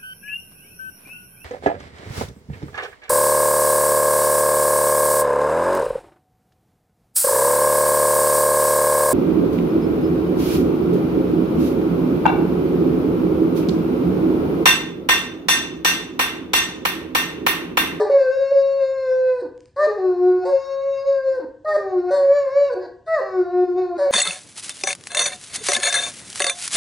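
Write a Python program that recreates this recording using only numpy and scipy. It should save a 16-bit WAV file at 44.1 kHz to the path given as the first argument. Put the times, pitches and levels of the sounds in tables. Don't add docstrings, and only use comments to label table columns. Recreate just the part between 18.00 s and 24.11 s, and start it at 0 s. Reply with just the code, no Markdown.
import sys
import numpy as np
from scipy import signal
from scipy.fft import rfft, irfft
from scipy.io import wavfile
from scipy.ndimage import uniform_filter1d

SR = 44100
rng = np.random.default_rng(int(sys.argv[2]) if len(sys.argv) > 2 else 0)


def store_wav(level_fs):
    pcm = np.round(np.clip(np.atleast_2d(level_fs), -1, 1) * 32767)
    wavfile.write(sys.argv[1], SR, pcm.T.astype(np.int16))


def magnitude_from_level(level_db):
    exponent = np.asarray(level_db, float) / 20
    return 10 ** exponent


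N = 269451
LEAD = 8000


def at_hz(points, hz):
    table_hz, values = np.transpose(points)
    return np.interp(np.log(hz), np.log(table_hz), values)


def drift(size, rate):
    knots = rng.standard_normal(400)
    return np.interp(np.arange(size) * rate / SR, np.arange(400), knots)


def coloured(spectrum, size):
    hz = np.maximum(np.arange(size // 2 + 1) * SR / size, 1)
    noise = irfft(rfft(rng.standard_normal(size)) * magnitude_from_level(at_hz(spectrum, hz)), size)
    return noise / np.std(noise)


def hum():
    # (frequency [Hz], level [dB per Hz])
    hum_spectrum = [(15, -44), (25, -7.5), (59, 1.5), (113, 5), (206, -9.5), (227, -9), (240, -0.5),
                    (310, -36.5), (530, -120)]
    mid = magnitude_from_level(-60) * coloured(hum_spectrum, size=N)
    side = magnitude_from_level(-83) * coloured(hum_spectrum, size=N)
    return np.array([mid, side])


def air():
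    # (frequency [Hz], level [dB per Hz])
    air_spectrum = [(140, -21.5), (240, -16), (563, -6), (1360, -24.5), (1730, -7), (2160, -38.5),
                    (2630, -19.5), (8570, -26.5), (11100, -76.5), (18900, -120)]
    mid = magnitude_from_level(-73) * coloured(air_spectrum, size=N)
    side = magnitude_from_level(-84) * coloured(air_spectrum, size=N)
    return np.array([mid, side])


def room(x):
    # (frequency [Hz], time to fall 60 dB [s])
    decay_times = [(200, 0.53), (500, 0.47), (1500, 0.52), (4000, .35), (9000, 0.27)]
    t = np.arange(SR) / SR
    tail = np.zeros(SR)
    edges = 120 * 2 ** np.arange(0, 7.1, 0.5)
    for low, high in zip(edges, edges[1:]):
        band_filter = signal.butter(2, [low, high], "band", fs=SR, output="sos")
        band = signal.sosfilt(band_filter, rng.standard_normal(SR))
        tail += band * magnitude_from_level(-60 * t / at_hz(decay_times, np.sqrt(low * high)))
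    tail *= np.clip((t - 0.006) / 0.012, 0, 1)
    tail /= np.sqrt(np.sum(tail ** 2))
    return signal.fftconvolve(x, tail)[:len(x)]


def port_difference(mid):
    # (frequency [Hz], level [dB per Hz])
    spectrum = [(5000, -31.5), (7000, -9.5), (9000, -10), (15000, 0), (16000, -47.5)]
    treble = np.diff(mid, 3, prepend=[0, 0, 0])
    loudness = uniform_filter1d(np.abs(treble), size=900)
    return 1.5 * loudness * coloured(spectrum, size=N)


def claws():
    # (time [s], peak level [dB])
    ticks = [
        (1.5638, -61),
        (1.5779, -42.5),
        (1.6055, -38),
        (1.657, -37.5),
    ]
    clicks = np.zeros(N + LEAD)
    for s, db in ticks:
        burst = rng.standard_normal(200) * np.exp(-np.arange(200) / 32.0)
        start = LEAD + round(s * SR)
        clicks[start:start + 200] += magnitude_from_level(db - 1) * burst
    return signal.sosfilt(signal.butter(2, [500, 8500], "band", fs=SR, output="sos"), clicks)


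def note(rows):
    # (frequency [Hz], level [dB])
    throat = [(1400, 19.5), (2000, 3), (2700, -1), (3200, -32), (3800, -1.5), (4400, 0), (5400, -6),
              (6000, -16), (6800, -11), (8000, -31), (10000, -33), (12000, -62)]
    # (frequency [Hz], level [dB])
    thirds = [(150, -42.5), (400, -2), (700, -6), (950, -3.5), (1300, -26), (1550, -6), (1950, -17.5),
              (2400, -38), (3200, -42), (4300, -15.5), (7000, -40.5), (9000, -29.5)]
    s, *columns = np.transpose(rows)
    t = np.arange(s[0], s[-1], 1 / SR)
    hz, first_db, second_db, third_db, upper_db, thirds_db = [np.interp(t, s, c) for c in columns]
    hz = uniform_filter1d(hz, size=1300) * (1 + 0.0035 * drift(len(t), 45.0))
    phase = 2 * np.pi * np.cumsum(hz) / SR
    voice = np.zeros(len(t))
    for k, db in enumerate([first_db, second_db, third_db], 1):
        voice += magnitude_from_level(db) * np.sin(k * phase + k * k)

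    coarse = slice(None, None, 64)
    for n in range(1, 60):
        if n in (3, 6, 9):
            continue
        if n % 3:
            colour, level_db = thirds, thirds_db
        else:
            colour, level_db = throat, upper_db - 11.5
        line_db = level_db[coarse] + at_hz(colour, n / 3 * hz[coarse])
        line_db = line_db + 4.56 * drift(len(t), 14.42)[coarse]
        level = np.repeat(magnitude_from_level(line_db), 64)[:len(t)]
        voice += level * np.sin(n / 3 * phase + n * n)

    breath = coloured([(700, -42.5)] + throat, size=len(t)) * (1 + 0.92 * np.sin(phase))
    out = np.sqrt(2) * voice + magnitude_from_level(upper_db - 17.5) * breath
    fade = np.clip(np.minimum(t - s[0], s[-1] - t) / 0.0051, 0, 1)
    return out * fade


def dog():
    # (time [s], pitch [Hz], fundamental [dB], 2nd partial [dB], 3rd partial [dB],
    # upper partials [dB], third-pitch lines [dB])
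    high_notes = [
        [(0.095, 556, -15, -41.5, -64.5, -64.5, -40), (0.119, 552.2, -14, -47, -61.5, -40.5, -48.5),
         (0.161, 555.8, -18, -36, -44, -46, -53), (0.213, 523.3, -20.5, -46.5, -40.5, -40, -46),
         (0.289, 516.3, -17, -55.5, -29, -49.5, -68), (0.331, 542.5, -23.5, -41.5, -52.5, -41.5, -55),
         (0.375, 546.8, -15.5, -53, -49, -45, -62), (0.493, 540.5, -39, -40.5, -50.5, -44.5, -66.5),
         (0.521, 550, -10.5, -49.5, -48, -49, -57.5), (0.581, 546, -19, -44, -46.5, -43, -62.5),
         (0.773, 548.2, -22.5, -44.5, -55.5, -49.5, -62.5), (0.827, 530.3, -21, -41.5, -46.5, -42.5, -68),
         (0.953, 534.2, -26.5, -43, -50, -49.5, -68), (1.119, 511.7, -19.5, -46.5, -37.5, -46, -68),
         (1.227, 514.8, -22, -44.5, -49, -55, -61), (1.293, 511.8, -20.5, -46, -37.5, -49.5, -60),
         (1.381, 497.1, -24.5, -41.5, -49, -60, -57.5), (1.42, 485.7, -25.5, -51, -60, -58, -46.5)],
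        [(1.76, 536, -38.5, -56.5, -59.5, -64, -43), (1.77, 545, -28, -34.5, -50, -73.5, -45),
         (1.802, 599, -18.5, -21.5, -33, -48.5, -39.5), (1.846, 600.9, -14, -34.5, -25.5, -36, -37.5),
         (1.87, 592, -18, -29.5, -55, -51, -35.5)],
        [(2.447, 493, -40, -79.5, -74, -54, -45.5), (2.459, 541.4, -23.5, -44, -75, -46.5, -39),
         (2.499, 550.2, -15, -34.5, -44.5, -50, -41), (2.539, 535.2, -20.5, -58.5, -58.5, -46.5, -58.5),
         (2.585, 544, -27, -43, -60.5, -46, -57), (2.877, 547.6, -23.5, -41, -56.5, -49, -68),
         (2.917, 543.8, -27.5, -50, -63.5, -50, -64), (2.989, 542.8, -31.5, -39, -62, -44.5, -68),
         (3.045, 547.7, -18, -45, -56.5, -56.5, -62), (3.077, 553.5, -19, -41.5, -60, -44.5, -62.5),
         (3.207, 528.8, -30.5, -42.5, -36.5, -57, -67.5), (3.285, 534.2, -16.5, -41.5, -55, -48, -68),
         (3.351, 523.8, -26, -47.5, -37, -54, -50), (3.395, 490.3, -24, -46.5, -53.5, -63.5, -53)],
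        [(3.645, 609, -29, -67.5, -80, -88, -46.5), (3.661, 619.5, -27, -32.5, -37.5, -69.5, -55),
         (3.689, 623.3, -17.5, -25.5, -40, -48.5, -39.5), (3.725, 612.7, -20, -37, -24.5, -61, -40.5),
         (3.77, 593, -15, -39, -55, -58.5, -32.5)],
        [(4.105, 563.4, -18.5, -45, -55, -61, -36), (4.147, 573.8, -18.5, -34.5, -47, -70, -32),
         (4.261, 548.1, -18.5, -44, -52.5, -54, -48), (4.371, 583.5, -17.5, -36, -39, -38, -54),
         (4.451, 535.2, -26, -41.5, -57, -53.5, -59.5), (4.479, 515.4, -29, -38, -49.5, -53, -53.5),
         (4.565, 567.7, -18, -39.5, -44.5, -42.5, -64), (4.627, 568.3, -14, -38.5, -43.5, -41, -50.5),
         (4.689, 553.7, -29, -44.5, -71, -47.5, -54.5), (4.701, 491.5, -27, -34, -36, -55.5, -54.5),
         (4.745, 488.5, -20, -51.5, -56.5, -58.5, -40)],
        [(5.06, 647, -53.5, -81.5, -70.5, -92, -50.5), (5.08, 649, -26.5, -34.5, -42, -56, -47),
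         (5.148, 650, -14.5, -28.5, -26, -39.5, -50), (5.186, 558.3, -25, -29, -38.5, -53, -47),
         (5.21, 477.6, -21, -32, -43, -56.5, -47)],
        [(5.975, 681, -49.5, -75, -64, -69, -45.5), (5.991, 556, -22.5, -45.5, -48, -54.5, -37.5),
         (6.027, 578, -18.5, -38.5, -40, -46.5, -37.5), (6.085, 547.4, -19, -44, -61, -50.5, -44),
         (6.11, 572, -44, -52.5, -43, -50.5, -57)],
    ]
    low_notes = [
        [(0.0, 426.7, -16, -53, -56, -54.5, -69), (0.024, 425.3, -15, -36.5, -52.5, -60.5, -67.5),
         (0.052, 407.4, -38.5, -46.5, -61.5, -66, -56.5), (0.07, 408, -23.5, -28, -65, -55, -57),
         (0.095, 379, -31.5, -44.5, -38, -49.5, -50)],
        [(1.87, 438.7, -22, -38, -45, -47, -77), (1.89, 436.3, -20, -49.5, -55.5, -51.5, -63.5),
         (1.92, 399.6, -30.5, -34, -38, -47, -79), (1.956, 428, -34, -70.5, -55.5, -60, -56),
         (1.988, 377, -25.5, -31, -50.5, -62, -48), (2.058, 369.7, -17.5, -41.5, -40.5, -56.5, -65),
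         (2.158, 354.5, -22.5, -35, -46, -62.5, -55.5), (2.276, 365.6, -13, -30.5, -45.5, -56.5, -68.5),
         (2.386, 362.8, -16.5, -50, -42, -65, -54.5), (2.447, 366, -34.5, -23.5, -64, -50, -65.5)],
        [(3.77, 416, -28, -49.5, -37, -50, -47), (3.862, 381.2, -27, -34.5, -49.5, -62.5, -57.5),
         (3.906, 377.5, -28.5, -30.5, -47.5, -55.5, -56.5), (3.964, 363.6, -18.5, -40, -38.5, -65, -65.5),
         (3.992, 357, -16, -49, -60, -58, -67.5), (4.046, 356.3, -25, -31, -44.5, -64.5, -66),
         (4.105, 365, -28.5, -30, -53.5, -50, -61)],
        [(4.745, 370.5, -39, -54, -51, -69, -67.5), (4.775, 366, -23.5, -30.5, -55.5, -62.5, -58),
         (4.797, 370, -33, -66, -60, -64, -58.5), (4.827, 364.2, -43.5, -52.5, -48, -77.5, -47.5),
         (4.87, 347.7, -34, -37, -67, -68, -47.5)],
        [(5.21, 402.4, -31, -35.5, -58.5, -50.5, -47), (5.256, 385.9, -43, -42.5, -39.5, -55, -62.5),
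         (5.398, 364.2, -15.5, -35, -41.5, -54.5, -80.5), (5.418, 356.1, -16.5, -43, -51, -58, -69),
         (5.478, 349.3, -31.5, -34, -51.5, -61, -68), (5.538, 359.4, -18, -29.5, -43, -58, -66),
         (5.638, 364.1, -13.5, -29, -42, -55, -80.5), (5.666, 353.2, -31, -53.5, -51, -61.5, -73.5),
         (5.762, 355.3, -16.5, -29, -44, -63.5, -66.5), (5.784, 373.3, -20.5, -34, -43, -50, -56.5),
         (5.946, 343.4, -30, -31.5, -47.5, -64, -72), (5.975, 355.3, -27.5, -55, -42, -49.5, -67)],
    ]
    end_notes = [
        [(-.15, 597.3, -9.5, -37, -45.5, -59, -41), (-.02, 598.2, -16, -36, -39.5, -56.5, -30),
         (0, 561, -26, -20, -26, -48.5, -17)],
        [(1.42, 433.6, -24, -49.5, -66, -70.5, -49.5), (1.44, 319, -37, -47.5, -46, -77.5, -58.5),
         (1.47, 287.5, -34.5, -57.5, -49, -63, -79)],
        [(3.395, 428, -30.5, -42.5, -52, -61, -56), (3.41, 319, -41.5, -48.5, -47.5, -61.5, -58),
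         (3.45, 299, -29.5, -53, -42.5, -78, -67)],
    ]
    out = np.zeros(N + 2 * LEAD)
    for rows in high_notes + low_notes + end_notes:
        sound = note(rows)
        start = LEAD + round(rows[0][0] * SR)
        out[start:start + len(sound)] += sound
    return out[:N + LEAD]


def scene():
    close = dog() + claws()
    mid = (close + magnitude_from_level(-7) * room(close))[LEAD:]
    side = magnitude_from_level(-18.5) * room(close)[LEAD:] + 0.04 * mid
    mid, side = np.array([mid, side]) + hum() + air()
    side = side + port_difference(mid)
    return np.array([mid + side, mid - side])


def roll_off(x):
    return signal.sosfilt(signal.butter(12, 8720, fs=SR, output="sos"), x)


def record(dry):
    return roll_off(dry)


dry = scene()
out = record(dry)
store_wav(out)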